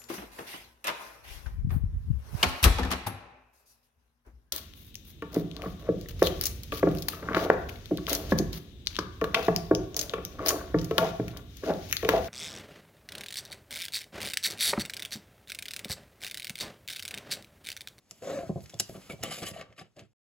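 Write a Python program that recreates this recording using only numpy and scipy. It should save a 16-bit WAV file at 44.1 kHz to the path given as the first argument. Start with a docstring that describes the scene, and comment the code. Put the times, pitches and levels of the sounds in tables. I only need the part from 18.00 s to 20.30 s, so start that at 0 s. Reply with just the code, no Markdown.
"""A lever paper trimmer on a craft table, close to the microphone in a small quiet room.
The blade arm is lifted: its pivot groans in gliding tones over rubbing noise, while decaying low modes
make the plastic base knock and thud. Hard parts click and ping in short bursts of high modes.
Card is nudged and slid over the bed in short strokes of grainy noise, with noise-burst ticks and
brief tonal judders as it is lined up. Quick echoes, a diffuse tail and a faint hush make the room."""
import sys
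import numpy as np
from scipy import signal
from scipy.fft import rfft, irfft, next_fast_len
from scipy.io import wavfile
from scipy.ndimage import uniform_filter1d, map_coordinates

SR = 44100
rng = np.random.default_rng(int(sys.argv[2]) if len(sys.argv) > 2 else 0)


def digitize_waveform(pressure):
    """Quantize a signal to 16-bit integers and store it at the path in sys.argv[1].

    Rows of a 2-D input are taken as channels; values are limited to [-1, 1].
    """
    field = np.atleast_2d(pressure).T
    bounded = np.clip(field, -1, 1)
    quanta = np.round(bounded * 32767).astype(np.int16)
    wavfile.write(sys.argv[1], SR, quanta)


N = 101429


def amp(db):
    """Decibels to gain."""
    return 10 ** (np.asarray(db) / 20)


def unit(x):
    """Scale to rms 1."""
    return x / np.sqrt(np.mean(x ** 2) + 1e-20)


def along(points, hz):
    """Read (f/Hz, value) points on a log-frequency axis."""
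    f, v = np.transpose(points)
    return np.interp(np.log(hz + 1), np.log(f + 1), v)


def clock():
    """Time of each sample in seconds."""
    return np.arange(N) / SR


def curves(rows):
    """One value per sample for each column after the time."""
    s, *cols = np.transpose(rows)
    return [np.interp(clock(), s, c) for c in cols]


def wobble(rate):
    """A smooth random curve, rate knots a second."""
    return map_coordinates(rng.standard_normal(N // 8), [clock() * rate], mode="mirror")


def filtered(x, response):
    """x times a response of frequency."""
    m = next_fast_len(N + SR // 2)
    return irfft(rfft(x, m) * response(np.fft.rfftfreq(m, 1 / SR)), m)[..., :N]


def coloured(x, colour, tilt=0):
    """x with a spectrum and a tilt in dB per octave about 1 kHz (level below 100 Hz), at rms 1."""
    def response(hz):
        octaves = np.log2(np.maximum(hz, 100) / 1000)
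        return amp(along(colour, hz) + tilt * octaves)
    return unit(filtered(x, response))


def noise(colour):
    """Coloured noise of rms 1."""
    return coloured(rng.standard_normal(N), colour)


def add(track, s, sound):
    """Mix a sound in at time s."""
    i = max(round(s * SR), 0)
    track[i:i + len(sound)] += sound[:N - i]


def smoothed(x, bins, frames):
    """Average a spectrogram over neighbouring bins and frames."""
    return uniform_filter1d(uniform_filter1d(x, size=bins, axis=0), size=frames, axis=1)


PATCHY_DB = 3  # rms depth of the shifting colour


def patchy(x):
    """The colour shifts as the contact moves: random patches of gain in time and frequency."""
    z = signal.stft(x, nperseg=1024)[2]
    field = smoothed(rng.standard_normal(z.shape), 6, 4)
    return signal.istft(z * amp(PATCHY_DB * unit(field)), nperseg=1024)[1][:N]


FIBRES_PER_S, FIBRE_SHARE = 1100, 0.23  # average catches a second, their share of the power


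def friction():
    """Fibres catching at random over a smooth hiss."""
    catches = unit((rng.random(N) < FIBRES_PER_S / SR) * rng.standard_normal(N))
    hiss = rng.standard_normal(N)
    return patchy(np.sqrt(FIBRE_SHARE) * catches + np.sqrt(1 - FIBRE_SHARE) * hiss)


# the bed's ringing under the card: f/Hz, width/Hz, lift/dB
BED_RESONANCES = [(1160, 16, 13), (1328, 21, 6), (1844, 30, 3), (2070, 79, 1.5), (2980, 300, 3.5),
                  (4954, 390, 6.5)]


def ringing(hz):
    """Gain of the bed's narrow resonances."""
    return 1 + sum((amp(db) - 1) / (1 + 2j * (hz - f) / width) for f, width, db in BED_RESONANCES)


CRACKLE_PER_S, CRACKLE_T60 = 300, .004  # typical rate of an uneven series; decay of each rasp in s


def crackle():
    """The card's edge catches in short rasps at uneven intervals."""
    t = np.arange(SR // 50) / SR
    count = np.cumsum(CRACKLE_PER_S * np.exp(wobble(200))) / SR
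    catches = np.diff(np.floor(count), prepend=0)
    rasps = signal.fftconvolve(catches * rng.uniform(.3, 1, N), amp(-60 * t / CRACKLE_T60))[:N]
    return filtered(rasps * rng.standard_normal(N), ringing)


# card sliding on the bed: t/s, length/s, level/dB, tilt/(dB/octave), bed drumming relative to stroke/dB
STROKES = [(0.091, 0.14, -67.5, 5, -6), (0.616, 0.026, -59, 8.5, -8), (0.815, 0.15, -59.5, 7.5, -23),
           (0.942, 0.018, -52.5, -6.5, -1.5), (1.007, 0.079, -59.5, 0, -6.5), (1.093, 0.029, -47, 2, 3.5),
           (1.189, 0.057, -64.5, 1.5, 11), (1.225, 0.034, -42.5, -2, -4.5), (1.26, 0.045, -48, 0, 3),
           (1.307, 0.062, -41.5, 1, -9.5), (1.377, 0.048, -49, 3, 3), (1.417, 0.026, -43.5, -2.5, -4),
           (1.451, 0.029, -42, 2.5, -8), (1.483, 0.025, -50.5, 3, -0.5), (1.529, 0.049, -53.5, -1, 2),
           (1.567, 0.051, -51.5, -4.5, 1), (1.606, 0.13, -65.5, -7, 5), (1.763, 0.025, -61.5, 0, -5.5),
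           (1.779, 0.041, -52.5, -3, -1.5), (1.841, 0.03, -70, -3, 8), (1.96, 0.056, -65, -2.5, 8.5),
           (1.984, 0.017, -59.5, 0, 0), (2.03, 0.027, -73, 0, -2)]
# hiss of the sheet: f/Hz, level/dB
CARD_COLOUR = [(200, -20.5), (700, -5.5), (950, -15), (1170, 0.5), (1500, -1.5), (2200, 2.5), (3000, 2),
               (4200, -3.5), (5500, -12.5), (7200, -2.5), (11000, -7.5), (13000, -12), (16000, -22)]
# the card's cut edge catching: f/Hz, level/dB
CRACKLE_COLOUR = [(300, -15.5), (650, -2), (900, -9), (1300, 3.5), (2800, -2), (5000, -3), (16000, -26.5)]
# hollow drumming of the bed: f/Hz, level/dB
BED_COLOUR = [(30, -17), (100, -3), (190, 7), (280, -2), (400, -3.5), (500, 4.5), (670, 1), (880, -11.5),
              (2000, -40), (8000, -70.5)]
STROKE_RISE_S, STROKE_FALL_S = 0.0019, 0.012  # time constants
CARD_SIDE_DB, CRACKLE_DB, STROKE_FLUTTER_DB = -18.5, -5, 1.5


def slides():
    """Each push of the card hisses across the width of the sheet and makes the hollow bed drum."""
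    out, t = np.zeros((2, N)), clock()
    # the wide sheet radiates differently towards each port
    side = friction() * np.array([[1], [-1]])
    grain = filtered(friction() + amp(CARD_SIDE_DB) * side, ringing)
    bed, edge = noise(BED_COLOUR), crackle()
    for s, length, db, tilt, bed_db in STROKES:
        rise = 1 - np.exp(-np.maximum(t - s, 0) / STROKE_RISE_S)
        fall = np.exp(-np.maximum(t - s - length, 0) / STROKE_FALL_S)
        rub = coloured(grain, CARD_COLOUR, tilt)
        rasp = amp(CRACKLE_DB) * coloured(edge, CRACKLE_COLOUR, tilt)
        out += amp(db) * rise * fall * (rub + rasp + amp(bed_db) * bed)
    return out * amp(STROKE_FLUTTER_DB * wobble(110))


# hard clicks of the arm and guard: t/s, level/dB, tilt/(dB/octave)
CLICKS = [(0.1105, -22.5, -2.5), (0.696, -35, -11), (0.707, -42.5, -6.5), (.735, -47, 0.5),
          (0.742, -30.5, -3.5), (0.791, -27, -1.5), (0.7973, -16.5, 0.5), (0.799, -3.5, -0.5),
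          (1.213, -45, 0.5), (1.236, -13, 10)]
# modes of the plastic guard: f/Hz, level/dB
GUARD = [(2800, -12.5), (5450, 0.5), (7250, 0), (11000, -11), (15300, -15.5)]
# the chattering ring: f/Hz, level/dB
CLICK_COLOUR = [(100, -31.5), (700, -16.5), (1600, -11.5), (2700, -11), (4200, -10.5), (5200, -1),
                (6300, -13.5), (7200, -6.5), (8500, -1), (11000, -9.5), (16000, -22.5)]
CLICK_RISE_S, CLICK_T60, CLICK_RING_T60 = 0.00028, 0.0027, 0.031  # s
CLICK_RING_DB, CHATTER_DB, CHATTER_PER_S = -19.5, 4, 450


def clicks():
    """Hard contacts: one tight crack of the guard's modes, then a weak chattering ring."""
    out, t = np.zeros(N), np.arange(SR // 8) / SR
    for s, db, tilt in CLICKS:
        crack = np.zeros(len(t))
        for k, (hz, level) in enumerate(GUARD):
            mode_db = level + tilt * np.log2(hz / GUARD[2][0])
            crack += amp(mode_db - 60 * t / CLICK_T60) * (-1) ** k * np.sin(2 * np.pi * hz * t)
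        chatter = amp(CHATTER_DB * wobble(CHATTER_PER_S))
        ring = (coloured(rng.standard_normal(N), CLICK_COLOUR, tilt) * chatter)[:len(t)]
        ring *= amp(CLICK_RING_DB - 60 * t / CLICK_RING_T60)
        add(out, s, amp(db) * (crack + ring) * (1 - np.exp(-t / CLICK_RISE_S)))
    return out


# soft blows on the base: t/s, level/dB, tilt/(dB/octave)
KNOCKS = [(0.112, -50, 5), (0.218, -40, -4), (0.43, -37, 11), (0.464, -44, -12), (0.4927, -22, 1.5),
          (0.5564, -27.5, 4), (.572, -37, 5), (.627, -51, -16.5), (0.7347, -38, 5.5), (.802, -36.5, 1.5),
          (0.893, -36, 3.5), (0.919, -45.5, -7), (.948, -35.5, 3.5), (0.975, -40, 2.5), (1.096, -35, 7),
          (1.131, -34, 1), (1.203, -42.5, -8.5), (1.235, -33.5, 8.5), (1.314, -48, 10.5), (1.422, -29, 1),
          (1.51, -37, -2.5), (1.688, -56, -14.5), (1.811, -43, 1.5), (1.969, -47.5, 4.5),
          (2.014, -43.5, -3.5)]
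# nominal modes of the base on the table: f/Hz, level/dB, t60/s
BASE = [(73.6, -16, 0.18), (113.2, -3, 0.13), (172, -4, 0.059), (200.7, -4, .12), (281, -7.5, 0.026),
        (358.6, -9.5, 0.099), (524, -10, 0.042), (653.5, -15.5, 0.1)]
# dull rattle of each blow: f/Hz, level/dB
RATTLE_COLOUR = [(30, -29.5), (90, 2.5), (220, -2), (660, -7), (900, -21), (1050, -8), (1300, -26.5),
                 (2000, -34), (8000, -47)]
KNOCK_SAG, KNOCK_SAG_S = 0.16, 0.005  # modes start this fraction sharp under the blow, then relax
KNOCK_RISE_CYCLES = 0.65  # time constant of each mode's swell
KNOCK_RISE_S, RATTLE_DB, RATTLE_T60 = 0.001, -6.5, 0.13  # the rattle's rise, level and decay in s
KNOCK_TOP_HZ = 840  # the blows are soft: little rings above this


def knocks():
    """Each blow rings the base's low modes, sinking in pitch, with a short dull rattle."""
    out, t = np.zeros(N), np.arange(SR // 3) / SR
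    rattle = noise(RATTLE_COLOUR)
    relaxed = t + KNOCK_SAG * KNOCK_SAG_S * (1 - np.exp(-t / KNOCK_SAG_S))
    for s, db, tilt in KNOCKS:
        ring = np.zeros(len(t))
        for k, (hz, level, t60) in enumerate(BASE):
            # every blow varies the modes a little in level and pitch
            mode_db = level + tilt * np.log2(hz / BASE[3][0]) + rng.normal(0, 1)
            swell = 1 - np.exp(-t * hz / KNOCK_RISE_CYCLES)
            tone = np.sin(2 * np.pi * hz * (1 + rng.normal(0, 0.016)) * relaxed)
            ring += amp(mode_db - 60 * t / t60) * swell * (-1) ** k * tone
        shake = np.roll(rattle, -round(s * SR))[:len(t)]
        shake = shake * amp(RATTLE_DB - 60 * t / RATTLE_T60) * (1 - np.exp(-t / KNOCK_RISE_S))
        add(out, s, amp(db) * (ring + shake))
    return signal.sosfilt(signal.butter(4, KNOCK_TOP_HZ, fs=SR, output="sos"), out)


# the pivot's stick-slip, a long groan and then a higher one: t/s, centre f/Hz, level/dB
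PIVOT = [
    [(.214, 484.5, -62.5), (.231, 479, -38), (.248, 561.5, -48.5), (.278, 540.2, -33.5),
     (.318, 557.5, -43.5), (.338, 547, -34), (.356, 617, -37), (.378, 543.4, -27.5), (.393, 530, -50),
     (.41, 530, -37.5), (.425, 500, -59)],
    [(.365, 616, -58.5), (.394, 684.5, -35), (.412, 708.3, -44), (.455, 650, -50), (.485, 651, -74.5)],
]
# dry rubbing in the pivot: t/s, level/dB
RUB = [(.21, -78.5), (.224, -43), (.3, -37), (.35, -39), (.395, -40.5), (.45, -50), (.49, -47),
       (.53, -74.5)]
# tone of the rubbing: f/Hz, level/dB
RUB_COLOUR = [(30, -22), (110, -7.5), (320, -1.5), (430, -3), (680, -1.5), (880, -16.5), (1100, -14.5),
              (1700, -15.5), (3000, -23.5), (5000, -25), (7200, -24.5), (11000, -32.5), (16000, -38.5)]
GROAN_WAVER_HZ, GROAN_FLUTTER_DB, OVERTONE_DB = 14, 2.4, -20


def pivot():
    """The rising arm groans on a gliding pitch over dry rubbing."""
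    t, groan = clock(), np.zeros(N)
    for glide in PIVOT:
        hz, effort_db = curves(glide)
        phase = 2 * np.pi * np.cumsum(hz + GROAN_WAVER_HZ * wobble(160)) / SR
        tone = unit(np.sin(phase) + amp(OVERTONE_DB) * np.sin(2 * phase))
        sounding = (t > glide[0][0]) * (t < glide[-1][0])
        groan += tone * amp(effort_db + GROAN_FLUTTER_DB * wobble(120)) * sounding
    rub_db, = curves(RUB)
    rubbing = (t > RUB[0][0]) * (t < RUB[-1][0])
    return groan + coloured(friction(), RUB_COLOUR) * amp(rub_db) * rubbing


# stiff card edges tapping the bed and its stop: t/s, level/dB, tilt/(dB/octave)
TICKS = [(.3886, -28.5, -6.5), (.606, -51, 7.5), (.659, -45, 4), (.699, -43.5, 7), (.8018, -33, -2.5),
         (.895, -34.5, -5.5), (1.0995, -34, -3), (1.109, -36.5, -4), (1.2298, -30, 4), (1.2368, -24.5, -1),
         (1.2985, -35, -4.5), (1.431, -33, 1.5), (1.439, -38.5, 2), (1.466, -34, 6), (1.612, -34, -1),
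         (1.704, -55, -3.5), (1.726, -51, 0.5), (1.783, -47.5, -1), (1.795, -41, -1), (1.966, -55, 8),
         (1.993, -41.5, 1)]
# tone of the taps: f/Hz, level/dB
TICK_COLOUR = [(100, -2), (600, 15.5), (900, -20), (1200, -4), (2200, 10.5), (3500, 2), (6000, -2),
               (11000, -17.5), (16000, -29)]
TICK_T60, TICK_RING_DB, TICK_RING_T60 = 0.017, -17.5, 0.13  # decays in s


def ticks():
    """Hard contacts: a brief crack, then a weaker ring of many dense modes, both shaped from noise."""
    out, t = np.zeros(N), np.arange(SR // 8) / SR
    decay = amp(-60 * t / TICK_T60) + amp(TICK_RING_DB - 60 * t / TICK_RING_T60)
    shape = decay * (1 - np.exp(-t / 0.00023))
    for s, db, tilt in TICKS:
        snap = coloured(rng.standard_normal(N), TICK_COLOUR, tilt)[:len(t)] * shape
        # give every tick the energy of its envelope
        add(out, s, amp(db) * snap * np.linalg.norm(shape) / np.linalg.norm(snap))
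    return out


# the arm jolts the whole trimmer on its feet: t/s, settled f/Hz, level/dB, t60/s
THUDS = [(0.4933, 154.3, -20.5, .085), (0.558, 113.4, -24.5, .12), (0.592, 78.4, -45.5, .14),
         (0.741, 112, -35, 0.16), (1.13, 118, -32, .08)]
THUD_SHARP, THUD_SHARP_S = 0.98, 0.0057  # starts this fraction sharp and sinks as the feet give
THUD_RISE_CYCLES = .4  # time constant of the swell


def thuds():
    """One low, quickly damped bounce for each jolt."""
    out, t = np.zeros(N), np.arange(SR // 4) / SR
    relaxed = t + THUD_SHARP * THUD_SHARP_S * (1 - np.exp(-t / THUD_SHARP_S))
    for s, hz, db, t60 in THUDS:
        swell = 1 - np.exp(-t * hz / THUD_RISE_CYCLES)
        add(out, s, -amp(db - 60 * t / t60) * swell * np.sin(2 * np.pi * hz * relaxed))
    return out


# small metal parts of the hinge ping: t/s, f/Hz, level/dB
PINGS = [(.727, 3370, -49.5), (0.741, 3480, -41.5)]
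PING_T60 = .022  # s


def pings():
    """One short-lived partial for each metal contact."""
    out, t = np.zeros(N), np.arange(SR // 8) / SR
    for s, hz, db in PINGS:
        add(out, s, amp(db - 60 * t / PING_T60) * np.sin(2 * np.pi * hz * t))
    return out


# the card sticks and slips: t/s, length/s, centre f/Hz, level/dB
JUDDERS = [(1.102, 0.015, 2214, -39.5), (1.09, 0.022, 1320, -50), (1.113, 0.01, 2960, -59),
           (1.313, 0.0084, 673, -37), (1.561, 0.011, 656.4, -37), (1.575, 0.05, 646, -48.5),
           (1.791, 0.012, 5030, -49.5), (1.808, 0.019, 741, -48.5), (1.972, 0.018, 628, -54)]


def judders():
    """Brief rough squeaks where the card sticks: tones of wavering pitch that swell and fade."""
    out, t = np.zeros(N), clock()
    waver = 1 + 0.034 * wobble(350)
    for s, length, hz, db in JUDDERS:
        swell = np.sin(np.pi * np.clip((t - s) / length, 0, 1))
        out += amp(db) * swell * unit(np.sin(2 * np.pi * hz * np.cumsum(waver) / SR))
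    return out


# level of the room's hush: t/s, level/dB
HUSH = [(0, -68.5), (.15, -64), (1.0, -55), (1.85, -74), (1.92, -71.5), (2.13, -75.5)]
# tone of the hush: f/Hz, level/dB
FLOOR_COLOUR = [(25, -14.5), (60, -1.5), (120, -5), (300, -9.5), (1000, -18), (3200, -21.5), (7000, -21.5),
                (16000, -29.5)]


def hush():
    """Faint coloured noise, mostly shared by the ports, on a moving level."""
    side = noise(FLOOR_COLOUR) * np.array([[1], [-1]])
    return amp(curves(HUSH)[0]) * (noise(FLOOR_COLOUR) + amp(-9.0) * side)


EARLY_DB, EARLY_S = -12.5, .009  # level, longest delay


def nearby(x):
    """Weak quick echoes off the table and things on it, different at each port."""
    delays = rng.uniform(.1, 1, size=(2, 16)) * EARLY_S
    signs = rng.choice([-1, 1], size=(2, 16))
    echoes = np.zeros((2, N))
    for port in range(2):
        for delay, sign in zip(delays[port], signs[port]):
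            echoes[port] += sign * np.pad(x, (round(delay * SR), 0))[:N]
    echoes /= np.sqrt(delays.shape[1])
    return amp(EARLY_DB) * filtered(echoes, lambda hz: 1j * hz / (700 + 1j * hz))  # high-pass


# decay of the room: f/Hz, t60/s
ROOM_T60 = [(100, 0.49), (500, 0.2), (3000, 0.27), (7000, 0.18), (14000, 0.057)]
ROOM_DB, ROOM_DELAY_S, ROOM_SIDE_DB = -14, .004, -1


def room(x):
    """A short diffuse tail of decaying noise, different at each port."""
    hz, t, z = signal.stft(rng.standard_normal((2, SR // 2)), SR, nperseg=256)
    decay = amp(-60 * t / along(ROOM_T60, hz)[:, None])
    mid, side = signal.istft(z * decay, SR, nperseg=256)[1]
    tail = mid + amp(ROOM_SIDE_DB) * side * np.array([[1], [-1]])
    late = np.pad(x, (round(ROOM_DELAY_S * SR), 0))
    wet = signal.fftconvolve(late[None], tail / np.linalg.norm(tail[0]), axes=1)[:, :N]
    return amp(ROOM_DB) * wet


def scene():
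    """Trimmer and card, the room's answer and its faint hush."""
    card = slides() + ticks() + judders()
    trimmer = clicks() + knocks() + pivot() + thuds() + pings()
    near = card + trimmer
    centre = near.mean(axis=0)
    return near + nearby(centre) + room(centre) + hush()


SUPPRESS_DB, SUPPRESS_DEPTH_DB = -99.5, 13  # threshold per bin, deepest cut


def suppressed(x):
    """A noise suppressor turns down each band while it is faint."""
    z = signal.stft(x, nperseg=512)[2]
    power = abs(smoothed(np.mean(abs(z) ** 2, axis=0), 15, 3))
    faint = 1 / (1 + power / amp(SUPPRESS_DB) ** 2)
    return signal.istft(z * amp(-SUPPRESS_DEPTH_DB * faint), nperseg=512)[1][:, :N]


# phase by which the left port leads: f/Hz, lead/rad
PORT_PHASE = [(0, 0), (1000, .35), (4300, 1.1), (5600, 2.2), (6400, .5), (7700, -.3), (8500, -3),
              (9600, -3.25), (10300, -6), (12400, -6.5), (13100, -9.3), (14300, -9.5), (15000, -12.4),
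              (16500, -12.4)]
# tone of both ports: f/Hz, level/dB
PORT_COLOUR = [(20, -12.5), (45, -7), (65, -3.5), (7800, -0.5), (8800, -4.5), (9400, -0.5), (10500, -0.5),
               (12400, -1), (13400, 2), (14300, -11.5), (15300, 0.5), (16500, -12)]
# left level minus right: f/Hz, level/dB
BALANCE_DB = [(60, -2.5), (250, 0.1), (500, 0.6), (1100, 4), (2200, 0.8), (12000, -0.25)]
MUTE_S, TOP_HZ = 2.133, 16500  # start of the closing silence, upper band limit


def record(dry):
    """The two ports colour the sound and differ in phase and level; it cuts to silence, band-limited."""
    half = np.array([[.5], [-.5]])  # each port takes half of a difference

    def response(hz):
        level_db = along(PORT_COLOUR, hz) + half * along(BALANCE_DB, hz)
        return np.exp(1j * half * along(PORT_PHASE, hz)) * amp(level_db)
    ports = filtered(dry, response)
    return filtered(suppressed(ports) * (clock() < MUTE_S), lambda hz: hz < TOP_HZ)


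dry = scene()
out = record(dry)
digitize_waveform(out)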